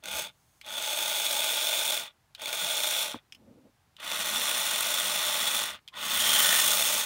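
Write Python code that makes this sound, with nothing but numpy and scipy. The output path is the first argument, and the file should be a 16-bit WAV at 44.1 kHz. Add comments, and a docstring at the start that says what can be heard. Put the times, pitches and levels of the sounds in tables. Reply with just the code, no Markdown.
"""Indoors, on a plastic track close to a hand-held microphone, a toy slot truck makes five short runs.
The impacts of the motor's loose gears force the chassis and the track into vibration, while sliding
friction makes the pickup shoes hiss on the rails and the guide pin ring in its slot.
The gears click as they take up their slack; in a pause a hand bumps and rubs the microphone's case."""
import sys
import numpy as np
from scipy import signal
from scipy.fft import rfft, irfft, next_fast_len
from scipy.io import wavfile
from scipy.ndimage import uniform_filter1d, map_coordinates

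SR = 44100
rng = np.random.default_rng(int(sys.argv[2]) if len(sys.argv) > 2 else 0)


def generate_wav(signal):
    """Clip the signal to [-1, 1] and save it as 16-bit WAV at the path in sys.argv[1]."""
    frames = np.transpose(np.atleast_2d(signal))
    scaled = np.clip(frames, -1, 1) * 32767
    pcm = np.round(scaled).astype(np.int16)
    wavfile.write(sys.argv[1], SR, pcm)


N = 310921
TIME = np.arange(N) / SR

# squeezes of the throttle; the truck sits a little differently on the track each time:
# (on [s], off [s], spin-up time constant [s], run-down [s], full drive [dB],
# then relative to the drive: hum [dB], chassis [dB], track [dB], gear ring [dB], scrape [dB])
SQUEEZES = [(0.022, 0.192, .17, 0.13, -28, -27.5, -4, -17, -6.5, 0),
            (0.626, 1.945, .19, 0.18, -29, -34, -6, -14.5, -4, -1.5),
            (2.369, 3.013, .18, 0.2, -29, -34, -6, -13, -3.5, -1),
            (3.979, 5.607, .18, .2, -28.5, -26.5, -9.5, -7, -6, -1.5),
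            (5.924, 7.012, .42, 0.13, -19, -29, -13, -11, -7.5, -0.5)]
# modes of the gears: (frequency [Hz], bandwidth [Hz], gain [dB])
GEAR_MODES = [(3400, 140, -3.5), (3512, 100, -1.5)]
# modes of the chassis and cab: (frequency [Hz], bandwidth [Hz], gain [dB])
CHASSIS_MODES = [(350, 37, -5), (576, 61, -16.5), (621, 96, 3.5), (853, 32.5, 6.5), (1211, 28, -1),
                 (1457, 86, 1.5), (2203, 79, -1.5), (2412, 195, 1), (3535, 84, 3), (4740, 45, -29)]
# modes of the track's panels: (frequency [Hz], bandwidth [Hz], gain [dB])
TRACK_MODES = [(620, 25, -9), (893, 22, 1), (1235, 264, 5.5), (1467, 56, 8), (1922, 305, 5.5),
               (2640, 480, 2), (2870, 160, -4), (3130, 120, -37), (3850, 200, -14.5)]
# spectrum of the track's low hum: (frequency [Hz], level [dB])
HUM_SPECTRUM = [(25, -17), (65, -2), (90, -1.5), (140, -6), (205, 8), (270, 0), (340, -1.5), (450, -33),
                (800, -20)]
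# friction spectrum of the shoes on the rails: (frequency [Hz], level [dB])
SCRAPE_SPECTRUM = [(1500, -25.5), (2800, -1.5), (3900, 1), (4450, 5.5), (4830, -6.5), (5200, -0.5),
                   (6300, 4.5), (7100, -1), (8900, 0.5), (9700, 0), (10350, -6), (11000, -3), (13000, -6.5),
                   (14900, -4), (15650, -2)]
# crest of the hiss, wandering as the microphone moves; a list per later run: (time [s], frequency [Hz])
CREST_PATH = [
    [(0.75, 8270), (2.0, 8800)],
    [(2.5, 8600), (3.1, 9263)],
    [(4.2, 9220), (4.648, 8960), (5.65, 8940)],
    [(6.1, 8400), (6.204, 8820), (7.0, 8600)],
]
# modes of the slot's wall: (frequency [Hz], bandwidth [Hz], gain [dB])
SLOT_MODES = [(1218, 80, -11), (1494, 47, 4), (1820, 110, 2.5)]
# brief narrow-band swells: (start [s], end [s], level [dB], frequency [Hz])
BRIEF_SWELLS = [(0.1, 0.17, -60, 72), (2.63, 2.67, -55.5, 165), (4.34, 4.4, -49, 200),
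                (5.945, 5.975, -48, 1020)]
# gear teeth snapping under load: (time [s], relative peak [dB], time constant [s])
TOOTH_SNAPS = [(0.0376, -32, 0.0072), (0.057, -21.5, 0.0021), (0.1654, -33, 0.0014), (0.6637, -34, 0.0028),
               (1.0136, -26, .0015), (2.396, -38, 0.0022), (2.4174, -26.5, 0.0099), (2.4578, -18, 0.0014),
               (2.4793, -18.5, 0.0019), (2.5296, -14, 0.00065), (4.002, -36, 0.0035),
               (4.0468, -26.5, 0.0018), (4.1155, -16.5, 0.0041), (6.2916, -19, 0.001)]
# gears taking up their slack: (time [s], peak [dB], main mode [Hz], gain of that mode [dB])
SLACK_CLICKS = [(0.613, -36, 2380, 19), (2.349, -31.5, 3620, 17), (3.3229, -30.5, 5100, 19.5),
                (3.348, -41, 5160, 17.5), (3.966, -38, 3500, 14), (5.877, -33, 3340, 19),
                (5.884, -34, 3300, 20)]
# modes common to all those clicks: (frequency [Hz], bandwidth [Hz], gain [dB])
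SLACK_MODES = [(2580, 110, 14), (3100, 290, 24), (3280, 330, -1), (4200, 330, 5), (5100, 310, -20),
               (9600, 7000, -54)]
# bumps of the hand on the case: (time [s], peak [dB], contact time constant [s])
HAND_BUMPS = [(3.144, -24.5, 0.00075), (3.156, -35, 0.0044)]
# modes of the microphone's case: (frequency [Hz], bandwidth [Hz], gain [dB])
CASE_MODES = [(115, 55, -0.5), (260, 71, 13), (500, 100, 7.5)]
# spectrum of the room's background noise: (frequency [Hz], level [dB])
ROOM_SPECTRUM = [(15, -58), (25, -16), (34, -14), (45, -8), (93, -6), (126, -5), (209, -17), (523, -23.5),
                 (804, -17), (1110, -21), (15500, -36.5)]


def truck():
    """Forced vibration: one train of tooth impacts shakes the chassis, gears, track and shoes."""
    spin, drive, (hum_db, chassis_db, track_db, gears_db, scrape_db) = throttle()
    eased_db = 12 * np.maximum(TIME - 6.4, 0)  # the last, hardest squeeze is slowly relaxed
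    drive = drive * amp(-eased_db)
    speed = np.clip(drive / amp(-24), .03, 1.3) ** .3
    force = tooth_force(speed, tooth_hz=560, scatter_db=3.0, decay_s=0.00072, rubbing=0.44)
    chassis = amp(chassis_db + 0.49 * eased_db) * rattle(force, CHASSIS_MODES, edge_hz=455)
    gears = amp(gears_db) * rattle(force, GEAR_MODES, edge_hz=1600)
    crawl = 1 - spin  # at a crawl the track's hum and knocking take a larger share
    hum = amp(hum_db + 9.5 * crawl) * coloured(shake(force), HUM_SPECTRUM)
    track = amp(track_db + 6 * crawl) * unit(ringing(shake(force), TRACK_MODES))
    # plastic damps the treble of its own ringing
    plastic = filtered(chassis + gears + hum + track, lambda hz: 1 / np.sqrt(1 + (hz / 4700) ** 10))
    scrape = amp(scrape_db) * spin / (spin + 0.28) * pickup_shoes(force, speed)
    return drive * (plastic + scrape) + spin * guide_pin(force) + brief_swells(force) + coasting_shoes()


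def throttle():
    """Inertia makes the motor lag each squeeze: share of full speed, drive, and the five parts' dB."""
    spin, drive, parts_db = np.zeros(N), np.zeros(N), np.zeros((5, N))
    for on, off, spin_up, run_down, full_db, *shares_db in SQUEEZES:
        up = 1 - np.exp(-np.maximum(TIME - on, 0) / spin_up)
        down = np.clip(1 - (TIME - off) / run_down, 0, 1) ** 1.5
        spin += up * down
        drive += amp(full_db) * up * down
        parts_db[:, TIME >= on] = np.array(shares_db)[:, None]
    return spin, drive, parts_db


def tooth_force(speed, tooth_hz, scatter_db, decay_s, rubbing):
    """Incoherent sources add in energy: uneven impacts, denser with speed, plus steady rubbing."""
    teeth_passed = np.cumsum(tooth_hz * speed * amp(3 * wobble(250))) / SR
    hits = np.flatnonzero(np.diff(np.floor(teeth_passed)))
    energy = np.zeros(N)
    energy[hits] = amp(scatter_db * np.clip(rng.standard_normal(len(hits)), -2, 2)) ** 2
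    energy = signal.lfilter([1], [1, -np.exp(-1 / (decay_s * SR))], energy)
    energy /= np.abs(uniform_filter1d(energy, size=3000)) + 1e-9
    return np.sqrt(energy + rubbing)


def shake(force):
    """Random excitation: fresh noise, amplitude-modulated by the tooth force."""
    return force * rng.standard_normal(N)


def rattle(force, modes, edge_hz):
    """Modal radiation: a shaken part sounds at its resonances above an edge; rms 1."""
    return unit(radiated(ringing(shake(force), modes), edge_hz, order=2))


def pickup_shoes(force, speed):
    """Friction noise of shoes skipping on rails: the treble grows with speed and flickers with contact."""
    hiss = unit(track_reflection(coloured(shake(force), SCRAPE_SPECTRUM)))
    hiss += amp(-13.5) * gliding(shake(force), crest_hz(), width_hz=520)
    dull = filtered(hiss, lambda hz: 1 / (1 + (hz / 9500) ** 4))
    flicker = amp(1.43 * wobble(170))
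    return dull + amp(5.5) * (hiss - dull) * speed * flicker


def track_reflection(x):
    """Interference with a delayed copy off the track makes a comb, its fifth peak at the crest."""
    delay_s = 5 / crest_hz()
    return x + .33 * map_coordinates(x, [(TIME - delay_s) * SR], order=3)


def crest_hz():
    """Frequency at which direct and reflected hiss reinforce, shifting with their path difference."""
    return np.interp(TIME, *np.vstack(CREST_PATH).T)


def guide_pin(force):
    """Friction excites resonance: in the fastest run the pin rings, falling in pitch, then its slot."""
    pin_hz = 3199 - 910 * np.maximum(TIME - 6.32, 0)
    pin = gliding(shake(force), pin_hz, width_hz=93)
    pin *= swell(6.27, 6.32, db=-24.5, rise_db_s=59.4, fall_db_s=39)
    slot = unit(ringing(shake(force), SLOT_MODES))
    slot *= swell(6.5, 6.6, db=-29.5, rise_db_s=30, fall_db_s=350)
    return pin + slot


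def gear_clicks():
    """Impact excitation: teeth snap hard under load and click lightly as their backlash closes."""
    out = np.zeros(N)
    for time, db, decay_s in TOOTH_SNAPS:
        blow = burst(decay_s)
        snap = unit(ringing(blow, CHASSIS_MODES)) + coloured(blow, SCRAPE_SPECTRUM)
        add(out, time, db - 1.5, snap)
    for time, db, ring_hz, ring_db in SLACK_CLICKS:
        # a light contact, then a faint shiver as the teeth settle
        contact = burst(decay_s=.0012) + amp(-16) * burst(decay_s=.007)
        contact *= 1 - np.exp(-TIME[:len(contact)] / 0.00088)
        modes = list(SLACK_MODES) + [(ring_hz, 0.074 * ring_hz, ring_db)]
        add(out, time, db, radiated(ringing(contact, modes), edge_hz=430, order=3))
    return out


def brief_swells(force, width_hz=35):
    """Narrow-band noise, briefly swelling: a low handling rumble, two short hums and a soft scrape."""
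    excitation = shake(force)
    out = np.zeros(N)
    for start, end, db, hz in BRIEF_SWELLS:
        band = unit(ringing(excitation, [(hz, width_hz, 0)]))
        out += swell(start, end, db, rise_db_s=600, fall_db_s=600) * band
    return out


def coasting_shoes():
    """Sliding friction: the shoes hiss faintly after the first run."""
    hiss = track_reflection(coloured(rng.standard_normal(N), SCRAPE_SPECTRUM))
    envelope = swell(.54, .63, db=-70, rise_db_s=17, fall_db_s=450)
    return envelope * unit(radiated(hiss, edge_hz=5600, order=1))


def hand():
    """Structure-borne sound: a rub and two bumps pass through the case; a longer contact is duller."""
    pressure = swell(3.41, 3.68, db=-57, rise_db_s=200, fall_db_s=490) * amp(2.5 * wobble(35))
    out = pressure * unit(through_case(rng.standard_normal(N), edge_hz=370))
    for time, db, contact_s in HAND_BUMPS:
        push = burst(contact_s)
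        push *= 1 - np.exp(-TIME[:len(push)] / (0.16 * contact_s))
        add(out, time, db, through_case(push, edge_hz=520 + 0.55 / contact_s))
    return out


def through_case(x, edge_hz):
    """A mechanical low-pass: the case rings in its low modes and transmits little above its edge."""
    vibration = ringing(x, CASE_MODES)
    return filtered(vibration, lambda hz: 1 / (1 + np.sqrt(2) * 1j * hz / edge_hz - (hz / edge_hz) ** 2))


def reverberation(x, t60):
    """Diffuse reflections off the floor and walls decay exponentially, their treble softened."""
    t = TIME[:SR // 2]
    tail = rng.standard_normal(len(t)) * amp(-60 * t / t60) * (t > .004)
    wet = signal.fftconvolve(x, tail / np.linalg.norm(tail))[:N]
    return filtered(wet, lambda hz: 1 / (1 + 1j * hz / 5000))


def ringing(x, modes):
    """Modal superposition: the responses of damped resonators to x add."""
    return filtered(x, lambda hz: sum(amp(db) * 1j * hz * width / (centre ** 2 - hz ** 2 + 1j * hz * width)
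                                      for centre, width, db in modes))


def gliding(x, centre_hz, width_hz):
    """Time-varying resonance: x through one band with a moving centre; rms 1."""
    hz, t, spectra = signal.stft(x, SR, nperseg=512)
    detuning = (hz[:, None] - np.interp(t, TIME, centre_hz)) / width_hz
    return unit(signal.istft(spectra / (1 + 1j * detuning) ** 2, SR, nperseg=512)[1][:N])


def radiated(x, edge_hz, order):
    """Radiation efficiency: small parts give off little sound below an edge frequency."""
    return signal.sosfilt(signal.butter(order, edge_hz, "high", fs=SR, output="sos"), x)


def coloured(x, points):
    """Spectral shaping of x by (frequency [Hz], level [dB]) points; rms 1."""
    knots_hz, db = np.transpose(points)
    return unit(filtered(x, lambda hz: amp(np.interp(np.log(hz + 1), np.log(knots_hz), db))))


def filtered(x, response):
    """Linear filtering: the spectrum of x times a complex frequency response."""
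    size = next_fast_len(len(x) + SR // 4)
    return irfft(rfft(x, size) * response(np.fft.rfftfreq(size, 1 / SR)), size)[:len(x)]


def swell(start, end, db, rise_db_s, fall_db_s):
    """Exponential growth until start, a steady level until end, then exponential decay."""
    return amp(db - rise_db_s * np.maximum(start - TIME, 0) - fall_db_s * np.maximum(TIME - end, 0))


def burst(decay_s):
    """A transient: noise under an exponential decay."""
    t = TIME[:SR // 8]
    return rng.standard_normal(len(t)) * np.exp(-t / decay_s)


def wobble(rate):
    """Smooth random modulation with rate knots a second."""
    return map_coordinates(rng.standard_normal(int(N * rate / SR) + 4), [TIME * rate])


def add(out, time, peak_db, sound):
    """Superpose a sound on out at a given time and peak level."""
    part = out[round(time * SR):][:len(sound)]
    part += (amp(peak_db) * sound / np.abs(sound).max())[:len(part)]


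def amp(db):
    """Amplitude ratio of a level in decibels."""
    return 10 ** (np.asarray(db) / 20)


def unit(x):
    """Normalisation to rms 1."""
    return x / np.sqrt(np.mean(x ** 2) + 1e-20)


def scene():
    """Superposition of the toy, its reverberation, the hand and the room's steady noise."""
    toy = truck() + gear_clicks()
    room_noise = amp(-68) * coloured(rng.standard_normal(N), ROOM_SPECTRUM)
    return (toy + amp(-12) * reverberation(toy, t60=0.078) + hand() + room_noise)[None]


def record(dry):
    """Band limiting: the deepest bass rolls off and the highest treble is cut."""
    low_cut = lambda hz: (1j * hz / (35 + 1j * hz)) ** 2
    high_cut = lambda hz: np.clip((15780 - hz) / 250 + .5, 0, 1)
    return filtered(dry[0], lambda hz: low_cut(hz) * high_cut(hz))[None]


dry = scene()
out = record(dry)
generate_wav(out)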